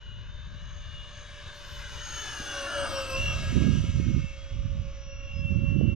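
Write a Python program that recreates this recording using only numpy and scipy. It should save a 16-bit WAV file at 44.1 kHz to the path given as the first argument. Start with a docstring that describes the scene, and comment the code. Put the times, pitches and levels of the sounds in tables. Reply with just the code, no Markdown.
"""An open field. A model jet with two electric ducted fans passes low, close to a camera.
The fans whine, beat against each other and sink in pitch with the Doppler shift while the pilot
nudges the throttle. Air whistles over airframe edges; the exhaust rushes, combed by its ground echo.
Gusts buffet the microphone ports, mostly the right one."""
import sys
import numpy as np
from scipy import signal
from scipy.fft import rfft, irfft
from scipy.io import wavfile
from scipy.ndimage import uniform_filter1d

SR = 44100
rng = np.random.default_rng(int(sys.argv[2]) if len(sys.argv) > 2 else 0)


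def wrap_up_sound(samples):
    """Save the sound to the file named by the first command line argument, as 16-bit audio."""
    columns = np.atleast_2d(samples).T
    # keep every value between -1 and 1, then stretch to whole-number steps
    tamed = np.clip(columns, -1, 1)
    steps = np.round(tamed * 32767).astype(np.int16)
    wavfile.write(sys.argv[1], SR, steps)


N = 262374
TIME = np.arange(N) / SR
PASS_S, SPEED_M_S, NEAREST_M = 2.854, 46.76, 24.12
SOUND_M_S, MIC_HEIGHT_M = 343, 1.6

# breeze, freshening after the pass: (time [s], left [dB], right [dB])
BREEZE = [(0, -50, -49.5), (2.7, -48, -49), (3.2, -41, -38), (5.95, -45, -37)]
# gusts: (start [s], hold [s], left [dB], right [dB])
GUSTS = [(0.096, 0.86, -38.5, -45), (1.729, 0.45, -43, -47), (2.8, 0.12, -38, -46), (3.2, 0.2697, -34, -29),
         (3.56, 0.19, -37.5, -19), (3.604, 0.058, -47, -9), (3.785, 0.153, -35, -23.5),
         (3.99, .17, -37, -19.5), (4.566, 0.23, -38, -26.5), (5.384, 0.095, -42, -26),
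         (5.541, 0.36, -40, -19), (5.801, 0.019, -49, -14)]
# eddies in a moderate gust: (frequency [Hz], relative density [dB])
EDDY_SPECTRUM = [(5, -43.5), (22, -5.5), (40, 0.5), (70, 2), (110, -3.5), (160, -12), (220, -22.5),
                 (320, -37), (450, -52.5), (2500, -125)]
# single sharp eddies: (time [s], port struck, peak [dB], frequency [Hz])
BUFFETS = [(2.403, "both", -32, 188), (3.558, "right", -13, 110), (3.667, "right", -21, 340),
           (3.712, "right", -12, 150), (3.842, "right", -18, 200), (4.001, "right", -14.5, 215),
           (4.068, "right", -18, 180), (4.148, "right", -14, 115), (4.18, "right", -17, 175),
           (4.245, "right", -17, 125), (5.765, "right", -16, 190), (5.813, "right", -14.5, 345),
           (5.88, "right", -14, 160)]
# jet's bearing at the ports: (time [s], left lag [ms], left over right [dB])
BEARING = [(0, 0.019, 3), (2.5, 0.013, 2.5), (3.3, 0.028, 1.53), (4.5, 0.032, 0.5)]
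# dive and climb, sets the echo lag: (time [s], height [m])
JET_HEIGHT = [(0, 33.1), (.65, 22.4), (1.25, 16.5), (2.2, 9.7), (2.65, 7.7), (3.17, 9.1), (3.9, 17),
              (4.7, 30), (5.95, 52.6)]
# a tone or the treble briefly swells or fades: (time [s], half length [s], target, lift [dB])
SWELLS = [(.12, 0.16, "duct", 23), (0.627, .085, "duct", 16), (.967, 0.17, "duct", 21),
          (2.26, 0.089, "duct", -8), (3.252, .1, "duct", 10.5), (4.282, 0.12, "duct", 16.5),
          (4.82, .1, "duct", 9), (5.478, 0.072, "duct", 8.5), (5.71, 0.071, "duct", 7.5),
          (5.909, 0.05, "duct", 7), (2.774, 0.037, "lead duct", 18), (3.24, 0.11, "lead duct", 20.5),
          (3.9, .6, "lead duct", 14), (5.098, .11, "lead duct", 24.5), (5.304, .14, "lead duct", 27.5),
          (0.76, 0.13, "blade", 7.5), (1.2, 0.081, "blade", 9), (2.14, .16, "blade", 9.5),
          (2.95, .16, "blade", -9.5), (4.99, .3, "blade", 10.5), (1.71, .24, "octave", 19),
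          (2.19, 0.15, "octave", 19), (3.85, .45, "octave", 13), (0.47, .19, "thin", 13),
          (.948, 0.23, "thin", 11.5), (1.505, 0.051, "thin", 11), (2.23, 0.16, "thin", 4.5),
          (5.83, 0.082, "thin", 13), (2.74, 0.093, "low", 12.5), (3.11, 0.12, "middle", 9.5),
          (3.5, 0.064, "high", 7.5), (3.15, 0.095, "top", 12.5), (0.66, 0.44, "treble", 20),
          (1.32, 0.33, "treble", 15), (2.62, .04, "order 2", 9.5), (2.98, 0.036, "order 2", 15),
          (3.16, 0.061, "order 2", 10.5), (5.5, 0.68, "order 2", 4), (3.52, 0.38, "order 3", 11),
          (4.3, 0.44, "order 4", 9.5), (1.35, .09, "order 5", 0), (1.4, .057, "order 5", 9),
          (2.14, 0.14, "order 5", 8.5), (2.91, 0.037, "order 5", -14), (3.02, 0.035, "order 5", 9),
          (3.16, .06, "order 5", 23.5), (3.7, .1, "order 5", 14), (3.303, 0.088, "order 6", 11.5),
          (4.45, 0.11, "order 6", 6.5), (3.42, .14, "order 9", 12), (1.7, 0.098, "order 9.4", 12),
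          (2.26, 0.2, "order 9.4", 15), (3.14, .037, "order 9.4", 14), (5.392, 0.055, "order 9.4", 14.5),
          (2.564, .06, "order 10", 18.5), (2.983, .044, "order 10", 13.5), (3.302, 0.089, "order 10", 14),
          (5.14, 0.18, "order 10", 10.5)]
# exhaust at the nearest distance: (angle off nose [deg], base density [dB], tilt [dB/octave])
EXHAUST_LOBES = [(10.1, -82, 0), (28.5, -82, 0.5), (48.7, -82.5, -.5), (89.5, -82, -1.5), (145, -80.5, -1),
                 (150.2, -83, 0.7), (162.4, -84.5, -0.75), (169.6, -82.5, -1)]
# radiated rush colour: (rest frequency [Hz], ahead [dB], abeam [dB], behind [dB])
RUSH_SPECTRUM = [(72.5, 22.5, -6.5, 23), (276, 7, 2.5, 2), (586, -7.5, 0.5, -2), (932, 3, 1.5, -14),
                 (1423, 7, 14, 3), (1885, 2, -4, -5.5), (3070, 6.5, -1, 6), (4700, 5.5, 2, 0),
                 (7160, 1.5, -9.5, 5.5), (8140, 11, -6, 3.5), (9580, 0.5, 0, 3), (13600, 13, -37, 6)]
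# camera housing's colour on the rush: (frequency [Hz], gain [dB])
HOUSING_GAIN = [(450.0, 1), (620.0, 8), (800.0, 7.5), (1100.0, 3), (1750.0, 6), (1950.0, 2.2),
                (2500.0, 3.5), (3000.0, 2.5), (4500.0, 1.5), (6300.0, 3), (7000.0, 4), (8800.0, -1),
                (12800.0, 8.5), (14500.0, -32)]
# airframe whistles re exhaust: (name, rest pitch [Hz], width [Hz], ahead [dB], abeam [dB], behind [dB])
WHISTLES = [("low", 1634, 10, 12, 35, 3), ("thin", 3130, 4, 33.5, 31, 31), ("middle", 4785, 7, 4, 36, 12),
            ("high", 8090, 70, 27, 41, 20), ("top", 8800, 110, 8, 39, 12)]
# brief whistles: (start [s], end [s], first rest pitch [Hz], last rest pitch [Hz], relative level [dB])
SLIDES = [(-.1, .27, 3405, 3395, 39), (.38, .8, 3392, 3360, 39), (-.05, .27, 2985, 2980, 33),
          (.55, 1.6, 2995, 2855, 36), (1.2, 1.58, 3330, 3235, 36), (1.7, 2.08, 3365, 3270, 31),
          (2.15, 2.68, 1530, 1450, 40), (2.35, 2.95, 1345, 1350, 38), (3.15, 4.0, 4280, 4235, 29),
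          (3.8, 5.15, 4280, 4110, 28)]
# slow rise in pitch shared by fan tones and whistles: (time [s], base pitch [Hz])
PITCH_CREEP = [(0, 509.2), (1.95, 507), (5.95, 544.3)]
# throttle nudges: (time [s], spool time [s], shaft rate rise [Hz])
THROTTLE_NUDGES = [(1.99, .03, 14), (2.682, .022, 31.5), (3.187, .033, 38), (3.52, .04, 3.5),
                   (4.28, .05, 3)]
# second fan: (time [s], speed over lead fan [ratio])
TWIN_RATIO = [(0, .9915), (2.6, .9915), (2.8, .9898), (3.3, .9895), (3.7, .985), (5.95, .9862)]
# base levels of main fan tones: (angle off nose [deg], hum [dB], duct [dB], blade [dB], octave [dB])
FAN_LOBES = [(10, -53, -54, -29.5, -60), (18.8, -47, -52, -42, -26), (45, -60, -40.5, -38.5, -55),
             (57.5, -46, -43, -44, -60.5), (81.56, -37, -52.5, -42.5, -48), (122.3, -39.5, -43, -42, -43),
             (132.7, -49, -41.5, -46, -45), (155.8, -50.5, -53, -41, -56), (163.85, -42, -63, -51, -70),
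             (167.73, -39, -31, -38.5, -73)]
# weaker fan tones re exhaust: (name, shaft multiple, ahead [dB], abeam [dB], behind [dB])
WEAK_ORDERS = [("order 2", 1.99, 18, 34.8, 24.8), ("order 3", 3.0, 6, 24, 21.2),
               ("order 3", 2.987, 3, 21, 19), ("order 4", 4.01, 23, 24.3, 25.8),
               ("order 5", 5.13, 34.1, 36, 15), ("order 6", 5.89, 4, 20, 24.5),
               ("order 6", 6.02, 0, 23, 25.8), ("order 7", 6.9, 16, 20, 19.4), ("order 9", 9.0, 6, 19, 15),
               ("order 9.4", 9.37, 17, 24, 22), ("order 9.8", 9.8, 13, 4, 15),
               ("order 10", 10.2, 13, 24, 26.5), ("order 12", 11.98, 13, 22, 6.1)]


def amp(db):
    """Decibels to gain."""
    return 10 ** (np.asarray(db) / 20)


def unit_rms(x):
    """Scale to rms 1."""
    return x / np.sqrt(np.mean(x ** 2) + 1e-20)


def curves(table, t=TIME):
    """Table columns, interpolated along the first."""
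    knots, *columns = np.transpose(table)
    return [np.interp(t, knots, c) for c in columns]


def spectra(table, hz):
    """Table columns, interpolated over log frequency."""
    knots_hz, *columns = np.transpose(table)
    return [np.interp(np.log(hz + 1), np.log(knots_hz + 1), c) for c in columns]


def drift(rate_hz):
    """Smooth noise, rms 1, up to about rate_hz."""
    steps = N // 64 + 1
    hz = np.fft.rfftfreq(steps, 64 / SR)
    slow = irfft(rfft(rng.standard_normal(steps)) / (1 + (hz / rate_hz) ** 2), steps)
    return np.interp(TIME, np.linspace(0, TIME[-1], steps), unit_rms(slow))


def gusts_db(rise_s=.04, fall_s=.06):
    """Wind strength per port: gusts rise, hold and fall over the breeze."""
    power = amp(curves(BREEZE)) ** 2
    for start_s, hold_s, left_db, right_db in GUSTS:
        before = np.maximum((start_s - TIME) / rise_s, 0)
        after = np.maximum((TIME - start_s - hold_s) / fall_s, 0)
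        power += amp([[left_db], [right_db]]) ** 2 * np.exp(-(before + after) ** 2)
    return 10 * np.log10(power)


def wind(gust_db, moderate_db, db_per_octave, ceiling_db=-17.5):
    """Frozen eddies sweep past a port; a stronger gust moves them faster: louder, brighter."""
    hz = np.fft.rfftfreq(8 * SR, 1 / SR)
    eddies = unit_rms(irfft(rfft(rng.standard_normal(8 * SR)) * amp(spectra(EDDY_SPECTRUM, hz)[0])))
    lumps_db = 1.8 * drift(18.6)
    travel = np.cumsum(2 ** ((gust_db + lumps_db - moderate_db) / db_per_octave))
    pressure = np.interp(travel % len(eddies), np.arange(len(eddies)), eddies) * amp(lumps_db)
    level = amp(gust_db) / np.hypot(1, amp(gust_db - ceiling_db))
    return level * pressure / np.sqrt(uniform_filter1d(pressure ** 2, size=4000) + 1e-12)


def buffets():
    """A small vortex crosses a port: one pressure dip between two swells."""
    out = np.zeros((2, N))
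    for at_s, port, peak_db, hz in BUFFETS:
        u = (np.pi * hz * (TIME - at_s)) ** 2
        struck = np.array([[port != "right"], [port != "left"]])
        out += struck * amp(peak_db) * (2 * u - 1) * np.exp(-np.minimum(u, 50))
    return out


def flight(t=TIME):
    """Straight fly-by at arrival times t: (distance [m], Doppler factor, angle off nose [deg])."""
    along_m = SPEED_M_S * np.linspace(-6, 6, 3000)
    distance_m = np.hypot(NEAREST_M, along_m)
    arrival_s = PASS_S + along_m / SPEED_M_S + (distance_m - NEAREST_M) / SOUND_M_S
    doppler = 1 / (1 + SPEED_M_S * along_m / distance_m / SOUND_M_S)
    angle_deg = np.degrees(np.arctan2(NEAREST_M, -along_m))
    return [np.interp(t, arrival_s, c) for c in (distance_m, doppler, angle_deg)]


def facing(doppler, ahead, abeam, behind):
    """Blend three values by the side the jet shows, derived from the Doppler factor."""
    cosine = np.clip((1 - 1 / doppler) * SOUND_M_S / SPEED_M_S, -1, 1)
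    return abeam + np.maximum(cosine, 0) * (ahead - abeam) + np.maximum(-cosine, 0) * (behind - abeam)


def spreading_db(t=TIME):
    """Distance loss re the nearest point."""
    return 20 * np.log10(flight(t)[0] / NEAREST_M)


def air_loss_db(hz, t=TIME, db_per_m_at_10khz=.4779):
    """Treble absorbed by the air on the way."""
    return db_per_m_at_10khz * flight(t)[0] * (hz / 10000) ** 2.17


def swell_db(name):
    """The named tone or the treble briefly swells or fades, in smooth humps."""
    return sum(db * np.exp(-((TIME - at_s) / half_s) ** 2)
               for at_s, half_s, target, db in SWELLS if target == name)


def ground_comb(hz, t=TIME, reflection=.66, scatter_hz=3600):
    """Gain of direct sound plus ground echo; grass scatters the treble."""
    lag_s = 2 * MIC_HEIGHT_M * curves(JET_HEIGHT, t)[0] / flight(t)[0] / SOUND_M_S
    echo = reflection / (1 + (hz / scatter_hz) ** 2)
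    return np.sqrt((1 + echo ** 2 + 2 * echo * np.cos(2 * np.pi * hz * lag_s)) / (1 + echo ** 2))


def ports(hz, t=TIME, offset_rad=.29, treble_db_per_octave=-13):
    """Complex left and right port gains for the jet; the left is duller."""
    lag_ms, lean_db = curves(BEARING, t)
    lean_db = lean_db + treble_db_per_octave * np.log2(np.maximum(hz / 6300, 1))
    phase = offset_rad + 2 * np.pi * hz * lag_ms / 1000
    left = amp(lean_db / 2) * np.exp(-.5j * phase)
    return np.array([left, 1 / left]) / np.sqrt((abs(left) ** 2 + abs(left) ** -2) / 2)


def tone(hz, db, flutter_db, blur_rad, flutter_hz=19, in_step_s=2.8):
    """Stereo partial; turbulent air shakes level and phase. The fans' hums align at in_step_s."""
    turns = np.cumsum(hz) / SR
    phase = 2 * np.pi * (turns - np.interp(in_step_s, TIME, turns)) + blur_rad * drift(60)
    level = np.sqrt(2) * amp(db) * unit_rms(amp(flutter_db * drift(flutter_hz)))
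    port_gains = np.repeat(ports(hz[::64], TIME[::64]), 64, axis=1)[:, :N]
    return (port_gains * level * np.exp(1j * phase)).real


def exhaust(t=TIME):
    """Exhaust by angle and distance: (base density [dB], tilt [dB/octave])."""
    level_db, tilt = curves(EXHAUST_LOBES, flight(t)[2])
    return level_db - spreading_db(t), tilt


def rush(patch_db=1.5, shimmer_db=.5):
    """Exhaust turbulence: Doppler-shifted, dulled by the air, combed by the ground echo."""
    hz, t, noise = signal.stft(rng.standard_normal((3, N)), SR, nperseg=1024, noverlap=768)
    hz = hz[:, None]
    doppler = flight(t)[1]
    exhaust_db, tilt = exhaust(t)
    db = exhaust_db + facing(doppler, *spectra(RUSH_SPECTRUM, hz / doppler))
    db += tilt * np.log2((hz + 50) / 2000)
    db += spectra(HOUSING_GAIN, hz)[0] - air_loss_db(hz, t)
    db += np.interp(t, TIME, swell_db("treble")) * np.clip(hz / 6000 - 1, 0, 1)
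    # moving air focuses and scatters in patches
    patches = uniform_filter1d(rng.standard_normal(db.shape), size=14, axis=0)
    patches = uniform_filter1d(patches, size=12, axis=1)
    db += patch_db * unit_rms(patches) + shimmer_db * np.interp(t, TIME, drift(22))
    coherent = noise[0] * ports(hz, t)
    diffuse = .32 * np.hypot(1, (hz / 7000) ** 2) * noise[1:]
    field = (coherent + diffuse) * ground_comb(hz, t) * amp(db)
    return np.sqrt(SR / 2) * signal.istft(field, SR, nperseg=1024, noverlap=768)[1][:, :N]


def whistles(clean_width_hz=14):
    """Air sings over airframe edges, Doppler-shifted; breathy when wider than clean_width_hz."""
    doppler, exhaust_db = flight()[1], exhaust()[0]
    creep = curves(PITCH_CREEP)[0] / PITCH_CREEP[1][1]
    out = np.zeros((2, N))
    for name, rest_hz, width_hz, *sides_db in WHISTLES:
        hz = rest_hz * creep * doppler
        db = exhaust_db + facing(doppler, *sides_db) + swell_db(name) - air_loss_db(hz)
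        clean_share = 1 / (1 + width_hz / clean_width_hz)
        breath = np.sqrt(1 - clean_share) * (drift(width_hz) + 1j * drift(width_hz))
        envelope = amp(db) * ground_comb(hz) * (np.sqrt(2 * clean_share) + breath)
        carrier = np.exp(2j * np.pi * np.cumsum(hz) / SR)
        out += (ports(hz) * envelope * carrier).real
    return out


def sliding_whistles(lift_db=1):
    """Brief whistles catch on the airframe, mostly sink in pitch, and let go."""
    doppler, exhaust_db = flight()[1], exhaust()[0]
    out = np.zeros((2, N))
    for start_s, end_s, first_hz, last_hz, level_db in SLIDES:
        progress = np.clip((TIME - start_s) / (end_s - start_s), 0, 1)
        hz = (first_hz + (last_hz - first_hz) * progress) * doppler
        db = exhaust_db + level_db + lift_db - air_loss_db(hz)
        arch = np.sqrt(4 * progress * (1 - progress))
        out += arch * tone(hz, db, flutter_db=2.5, blur_rad=.4)
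    return out


def hum_hz():
    """Lead fan's hum pitch: slow creep plus throttle steps, Doppler-shifted."""
    steps_hz = sum(rise_hz * (1 + np.tanh((TIME - at_s) / spool_s)) / 2
                   for at_s, spool_s, rise_hz in THROTTLE_NUDGES)
    return (curves(PITCH_CREEP)[0] + steps_hz) * flight()[1]


def fans(blades=11, duct_order=4.952):
    """Two fans at slightly different speeds beat: shaft hum, duct and blade tones, weaker orders."""
    lead_hz = hum_hz() * (1 + .0008 * drift(6))
    twin_hz = lead_hz * curves(TWIN_RATIO)[0] * (1 + .0003 * drift(5.2))
    _, doppler, angle_deg = flight()
    hum_db, duct_db, blade_db, octave_db = np.array(curves(FAN_LOBES, angle_deg)) - spreading_db()
    duct_db -= air_loss_db(duct_order * lead_hz)
    blade_db += swell_db("blade") - air_loss_db(blades * lead_hz)
    octave_db += swell_db("octave") - air_loss_db(2 * blades * lead_hz)
    out = tone(lead_hz, hum_db - .2, flutter_db=2, blur_rad=.11)
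    out += tone(twin_hz, hum_db + facing(doppler, -9, -4, -12), flutter_db=1, blur_rad=.12)
    out += tone(duct_order * twin_hz, duct_db + swell_db("duct"),
                flutter_db=facing(doppler, 1.2, 3.5, 1.2), blur_rad=facing(doppler, .05, .6, .04))
    # lead duct tone: mostly abeam, where the pair beats roughly
    lead_duct_db = duct_db + swell_db("lead duct") + facing(doppler, -20, 2, -22)
    out += tone(facing(doppler, 5, 5.02, 4.965) * lead_hz, lead_duct_db, flutter_db=3, blur_rad=.65)
    for fan_hz, share_db in ((lead_hz, -.6), (twin_hz, -7)):
        out += tone(blades * fan_hz, blade_db + share_db, flutter_db=facing(doppler, 1, 3.5, 1),
                    blur_rad=facing(doppler, .15, .6, .2), flutter_hz=12)
        out += tone(2 * blades * fan_hz, octave_db + share_db, flutter_db=4, blur_rad=.7)
    exhaust_db = exhaust()[0]
    for name, order, *sides_db in WEAK_ORDERS:
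        hz = order * lead_hz * (1 + .0012 * drift(6))
        db = exhaust_db + facing(doppler, *sides_db) + swell_db(name)
        partial = tone(hz, db, flutter_db=2.5, blur_rad=facing(doppler, .2, .7, .25), flutter_hz=14)
        out += ground_comb(hz) * partial
    return out


def scene():
    """Wind on each port, jet in open air."""
    left_db, right_db = gusts_db()
    port_wind = np.array([wind(left_db, moderate_db=-38, db_per_octave=40),
                          wind(right_db, moderate_db=-32, db_per_octave=21)])
    jet = fans() + whistles() + sliding_whistles() + rush()
    return port_wind + buffets() + jet


def record(dry, fade_s=.015, cutoff_hz=14500):
    """End fades and low-pass."""
    fades = np.minimum(np.minimum(TIME, TIME[::-1]) / fade_s, 1)
    lowpass = signal.firwin(511, cutoff_hz, window=("kaiser", 9), fs=SR)
    return signal.oaconvolve(dry * fades, lowpass[None], "same")


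dry = scene()
out = record(dry)
wrap_up_sound(out)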